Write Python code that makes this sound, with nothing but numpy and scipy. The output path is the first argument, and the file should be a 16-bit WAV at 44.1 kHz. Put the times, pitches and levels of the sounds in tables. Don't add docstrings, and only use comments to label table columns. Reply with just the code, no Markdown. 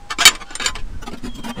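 import sys
import numpy as np
from scipy import signal
from scipy.fft import rfft, irfft
from scipy.io import wavfile
from scipy.ndimage import uniform_filter1d

SR = 44100
rng = np.random.default_rng(int(sys.argv[2]) if len(sys.argv) > 2 else 0)


def file_out(sig):
    cols = np.atleast_2d(sig).T
    lim = np.clip(cols, -1, 1)
    pcm = np.round(lim * 32767).astype(np.int16)
    wavfile.write(sys.argv[1], SR, pcm)


N = 70560

# f/Hz, level/dB, t60/s
FLAP_MODES = [(1578, -13.5, 0.24), (2289.6, -3, 0.28), (3081, -2, 0.075), (3741, -5.5, 0.14),
              (4510, -4, 0.057), (4914, -19, .1), (6900, -18, 0.18), (7850, -14.5, 0.094)]
# f/Hz, level/dB, t60/s
LOCK_MODES = [(4030, -2, 0.034), (5170, -1, 0.014), (6850, 2.5, 0.0096), (7244, -4, 0.083),
              (8780, -6.5, 0.064)]
# t/s, flap level/dB, lock level/dB, clatter peak level/dB, brightness/(dB per octave)
BLOWS = [(0.106, -23.5, -46, -15, 1), (0.1858, -22.5, -20.5, -15.5, -5), (0.2534, 2.5, -8, 10.5, 3),
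         (.275, -8, -9, 5.5, 1.5), (0.3504, -35, -35, -20, -0.5), (0.5056, -39, -30, -26.5, -5),
         (0.5527, -41, -19.5, -15.5, 1), (.598, -22.5, -26, -16, -4.5), (0.621, -39, -34, -26, 2),
         (0.647, -36, -47, -19.5, 5), (0.6596, -13, -19, -7, 1), (0.753, -33.5, -41, -20, -1.5)]
# f/Hz, level/dB
CLATTER_COLOUR = [(150, -23.5), (300, -7), (620, -11), (1100, 1), (3800, -1.5), (7500, -8.5), (15400, -32)]
# peak t/s, rise/s, fall/s, level/dB, brightness/(dB per octave)
SCRAPES = [(0.111, 0.012, 0.017, -23.5, -2.5), (0.209, 0.016, 0.029, -17.5, -1),
           (0.29, 0.015, 0.062, -30, -3), (0.419, 0.0174, 0.0082, -31.5, -4),
           (0.511, 0.046, 0.077, -39, -3.5), (0.638, 0.03, 0.023, -21, -3), (0.678, 0.0053, 0.018, -22, 0),
           (0.757, 0.008, 0.013, -29, -2.5), (0.783, 0.0018, 0.022, -35.5, -4.5)]
# t/s, f/Hz, level/dB before flutter
SQUEAK = [(.186, 1237, -22), (.2, 1278, -27.5), (.218, 1458, -24), (.245, 1570, -33)]
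# peak t/s, rise/s, fall/s, boom level/dB, rub level/dB, rustle level/dB
SCUFFS = [(1.026, 0.0081, 0.015, -38.5, -34, -40.5), (1.071, 0.0092, 0.019, -28.5, -29.5, -36.5),
          (1.114, 0.0012, 0.017, -28, -34, -47.5), (1.134, 0.0041, 0.019, -24, -34, -43),
          (1.173, 0.003, 0.021, -37, -47.5, -45.5), (1.257, 0.023, 0.026, -24, -35.5, -39),
          (1.356, 0.011, 0.017, -33.5, -48, -41), (1.387, 0.0079, 0.018, -25, -40, -46),
          (1.443, 0.0072, 0.033, -29, -30, -39), (1.499, 0.02, 0.012, -29, -26.5, -34),
          (1.592, 0.028, .02, -23.5, -32, -49)]
# f/Hz, level/dB
RUB_COLOUR = [(400, 6.5), (1000, 7.5), (1800, 1.5), (3200, -4)]
# f/Hz, level/dB
RUSTLE_COLOUR = [(2800, -1), (5000, -1.5), (8500, -7), (12000, -17.5), (15400, -15)]
# t/s, f/Hz, level/dB before flutter
WHISTLE = [(1.248, 3410, -51), (1.3, 3315, -47), (1.43, 3186, -44), (1.56, 3170, -46), (1.578, 3220, -64)]
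# t/s, level/dB
WIND_LEVEL = [(0, -37), (.11, -35), (.25, -28.5), (.46, -36), (.68, -28.5), (.85, -21.5), (1.17, -32),
              (1.3, -25), (1.6, -37.5)]
# f/Hz, level/dB
WIND_COLOUR = [(8, 17), (30, -6), (55, -15), (110, -21), (400, -37)]
# f/Hz, level/dB
STREET_COLOUR = [(250, 3.5), (1400, -1), (2200, -6), (8500, -14), (11000, -26.5), (15400, -31)]
# start t/s, length/s, f/Hz, level/dB
DISTANT_TONES = [(-.02, 0.2, 812, -45.5), (0.386, 0.17, 798, -47.5), (0.924, 0.052, 1530, -49)]

FREE_RING, LOCK_RING, FREE_S = 2.23, 0.95, 0.018
DAMPED_T60_S, CLATTER_T60_S = 0.076, 0.066
SOFT_DB, SCATTER_DB, DETUNE = -12, 5, 0.015
CONTACT_S = 0.00072
FRAME_HZ, FRAME_T60_S, FRAME_DB = 1027, 0.38, -15
SCRAPE_PER_S, SCRAPE_SPREAD_DB = 1000, 2.5
SCRAPE_FLAP_DB, SCRAPE_BOOM_DB = -11.5, -33.5
SHEET_MODES, SHEET_T60_S = 220, 0.052
MID_HZ = 3000
RING = 7000
PAPER_PER_S, PAPER_SPREAD_DB = 8800, 3
PAPER_T60_S, RUSTLE_T60_S = 0.042, 0.015
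BOX_HZ, BOX_T60_S = 237, 0.1
SQUEAK_FLUTTER_DB, WHISTLE_FLUTTER_DB = 4.5, 2.2
STREET_DB = -50
OVERLOAD, TOP_HZ = 1.0, 15600


def mode_ring(modes, slow, tilt_db, soft):
    hz, db, t60 = modes
    level_scatter = SCATTER_DB * soft * rng.standard_normal(hz.shape)
    pitch_scatter = 1 + DETUNE * soft * rng.standard_normal(hz.shape)
    gain = undb(db + tilt_db * np.log2(hz / MID_HZ) + level_scatter)
    return (gain * decay(hz * pitch_scatter, t60 * slow)).sum(axis=0)


def blows():
    out, t = np.zeros(N + RING), np.arange(RING) / SR
    flap_modes, lock_modes = columns(FLAP_MODES), columns(LOCK_MODES)
    for start, flap_db, lock_db, clatter_db, tilt_db in BLOWS:
        soft = np.clip(flap_db / SOFT_DB, 0, 1)
        damping = np.exp(-np.log(1000) * np.maximum(t - FREE_S * (1 - soft), 0) / DAMPED_T60_S)
        flap = undb(flap_db) * mode_ring(flap_modes, FREE_RING, tilt_db, soft) * damping
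        lock = undb(lock_db) * mode_ring(lock_modes, LOCK_RING, tilt_db, soft)
        frame = soft * undb(flap_db + FRAME_DB) * decay(FRAME_HZ, FRAME_T60_S)
        clatter = sheet(CLATTER_T60_S, tilted(tilt_db))
        clatter = undb(clatter_db) * clatter / np.max(np.abs(clatter))
        attack = np.minimum(t / (CONTACT_S * soft + 1 / SR), 1)
        i = int(start * SR)
        out[i:i + RING] += attack * (flap + lock + frame + clatter)
    return out[:N]


def scrape():
    drags = unit(grit(SCRAPE_PER_S, SCRAPE_SPREAD_DB)) * swells(SCRAPES, axis=3)
    out = np.zeros(N)
    for drag, row in zip(drags, SCRAPES):
        out = out + drive(drag, sheet(SHEET_T60_S, tilted(row[4]), size=4500))
    all_drags = drags.sum(axis=0)
    hz, db, t60 = columns(FLAP_MODES)
    flap = (undb(db) * decay(hz, np.minimum(t60, DAMPED_T60_S))).sum(axis=0)
    out = out + undb(SCRAPE_FLAP_DB) * drive(all_drags, flap)
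    return out + undb(SCRAPE_BOOM_DB) * drive(all_drags, decay(BOX_HZ, BOX_T60_S))


def squeak():
    return tone(SQUEAK, SQUEAK_FLUTTER_DB, size=100)


def handling():
    grains = unit(grit(PAPER_PER_S, PAPER_SPREAD_DB))
    out = drive(grains * swells(SCUFFS, axis=3).sum(axis=0), decay(BOX_HZ, BOX_T60_S))
    for rub, rustle in zip(swells(SCUFFS, axis=4), swells(SCUFFS, axis=5)):
        out = out + drive(grains * rub, sheet(PAPER_T60_S, RUB_COLOUR, size=2500))
        out = out + drive(grains * rustle, sheet(RUSTLE_T60_S, RUSTLE_COLOUR, size=1000))
    return out


def whistle():
    return tone(WHISTLE, WHISTLE_FLUTTER_DB, size=500)


def wind():
    rumble = colour(rng.standard_normal(N), WIND_COLOUR)
    power = uniform_filter1d(uniform_filter1d(rumble ** 2, size=4000), size=4000)
    return rumble / np.sqrt(power) * undb(curve(WIND_LEVEL, axis=1))


def street():
    return unit(colour(rng.standard_normal(N), STREET_COLOUR)) * undb(STREET_DB)


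def distant_tones():
    out, t = np.zeros(N), np.arange(N) / SR
    for start, length, hz, db in DISTANT_TONES:
        fade = np.clip(np.minimum(t - start, start + length - t) / 0.016, 0, 1)
        out = out + undb(db) * fade * np.sin(2 * np.pi * hz * t)
    return out


def tone(table, flutter_db, size):
    gain = uniform_filter1d(undb(curve(table, axis=2, outside=-87)), size)
    flutter = unit(uniform_filter1d(rng.standard_normal(N), size))
    phase = 2 * np.pi * np.cumsum(curve(table, axis=1)) / SR
    return np.sqrt(2) * gain * undb(flutter_db * flutter) * np.sin(phase)


def grit(per_s, spread_db):
    chance, sign, size = rng.random((N, 3)).T
    strength = undb(-spread_db * np.log(1 - 0.99 * size))
    return (chance < per_s / SR) * np.sign(sign - 0.5) * strength


def swells(table, axis):
    a, t = columns(table), np.arange(N) / SR
    width = np.where(t < a[0], a[1], a[2])
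    return undb(a[axis]) * np.exp(-((t - a[0]) / width) ** 2)


def decay(hz, t60, size=RING):
    t = np.arange(size) / SR
    return np.exp(-np.log(1000) * t / t60) * np.sin(2 * np.pi * hz * t)


def sheet(t60, shape, size=RING):
    pitch, strength = rng.random((SHEET_MODES, 2, 1)).transpose(1, 0, 2)
    place = (np.arange(SHEET_MODES)[:, None] + pitch) / SHEET_MODES
    hz = 150 + 15400 * place ** 1.5
    gain = (2 * strength - 1) ** 3 * hz ** 0.3
    modes = gain * decay(hz, t60 * (MID_HZ / hz) ** 0.3, size)
    return colour(modes.sum(axis=0), shape)


def drive(x, response):
    return signal.fftconvolve(x, response / np.sqrt(np.sum(response ** 2)))[:N]


def tilted(tilt_db):
    return [(f, db + tilt_db * np.log2(f / MID_HZ)) for f, db in CLATTER_COLOUR]


def colour(x, table):
    a, n = np.array(table, float), 8192
    octave = np.log2(np.maximum(np.arange(n // 2 + 1) * SR / n, 1))
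    edge = np.log2(a[:, 0])
    beyond = np.maximum(edge[0] - octave, 0) + np.maximum(octave - edge[-1], 0)
    db = np.interp(octave, edge, a[:, 1]) - 24 * beyond
    cepstrum = irfft(np.maximum(db, -120) * np.log(10) / 20)
    cepstrum[1:n // 2] *= 2
    cepstrum[n // 2 + 1:] = 0
    return signal.fftconvolve(x, irfft(np.exp(rfft(cepstrum))))[:len(x)]


def curve(table, axis, outside=None):
    a = np.array(table, float)
    return np.interp(np.arange(N) / SR, a[:, 0], a[:, axis], left=outside, right=outside)


def columns(table):
    return np.array(table, float).T[:, :, None]


def undb(db):
    return 10 ** (np.asarray(db, float) / 20)


def unit(x):
    return x / np.sqrt(np.mean(x ** 2))


def scene():
    flap = blows() + scrape() + squeak()
    background = whistle() + wind() + street() + distant_tones()
    return (flap + handling() + background)[None]


def record(dry):
    low_pass = signal.ellip(8, 0.2, 40, TOP_HZ, fs=SR, output="sos")
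    return signal.sosfilt(low_pass, np.clip(dry, -OVERLOAD, OVERLOAD))


dry = scene()
out = record(dry)
file_out(out)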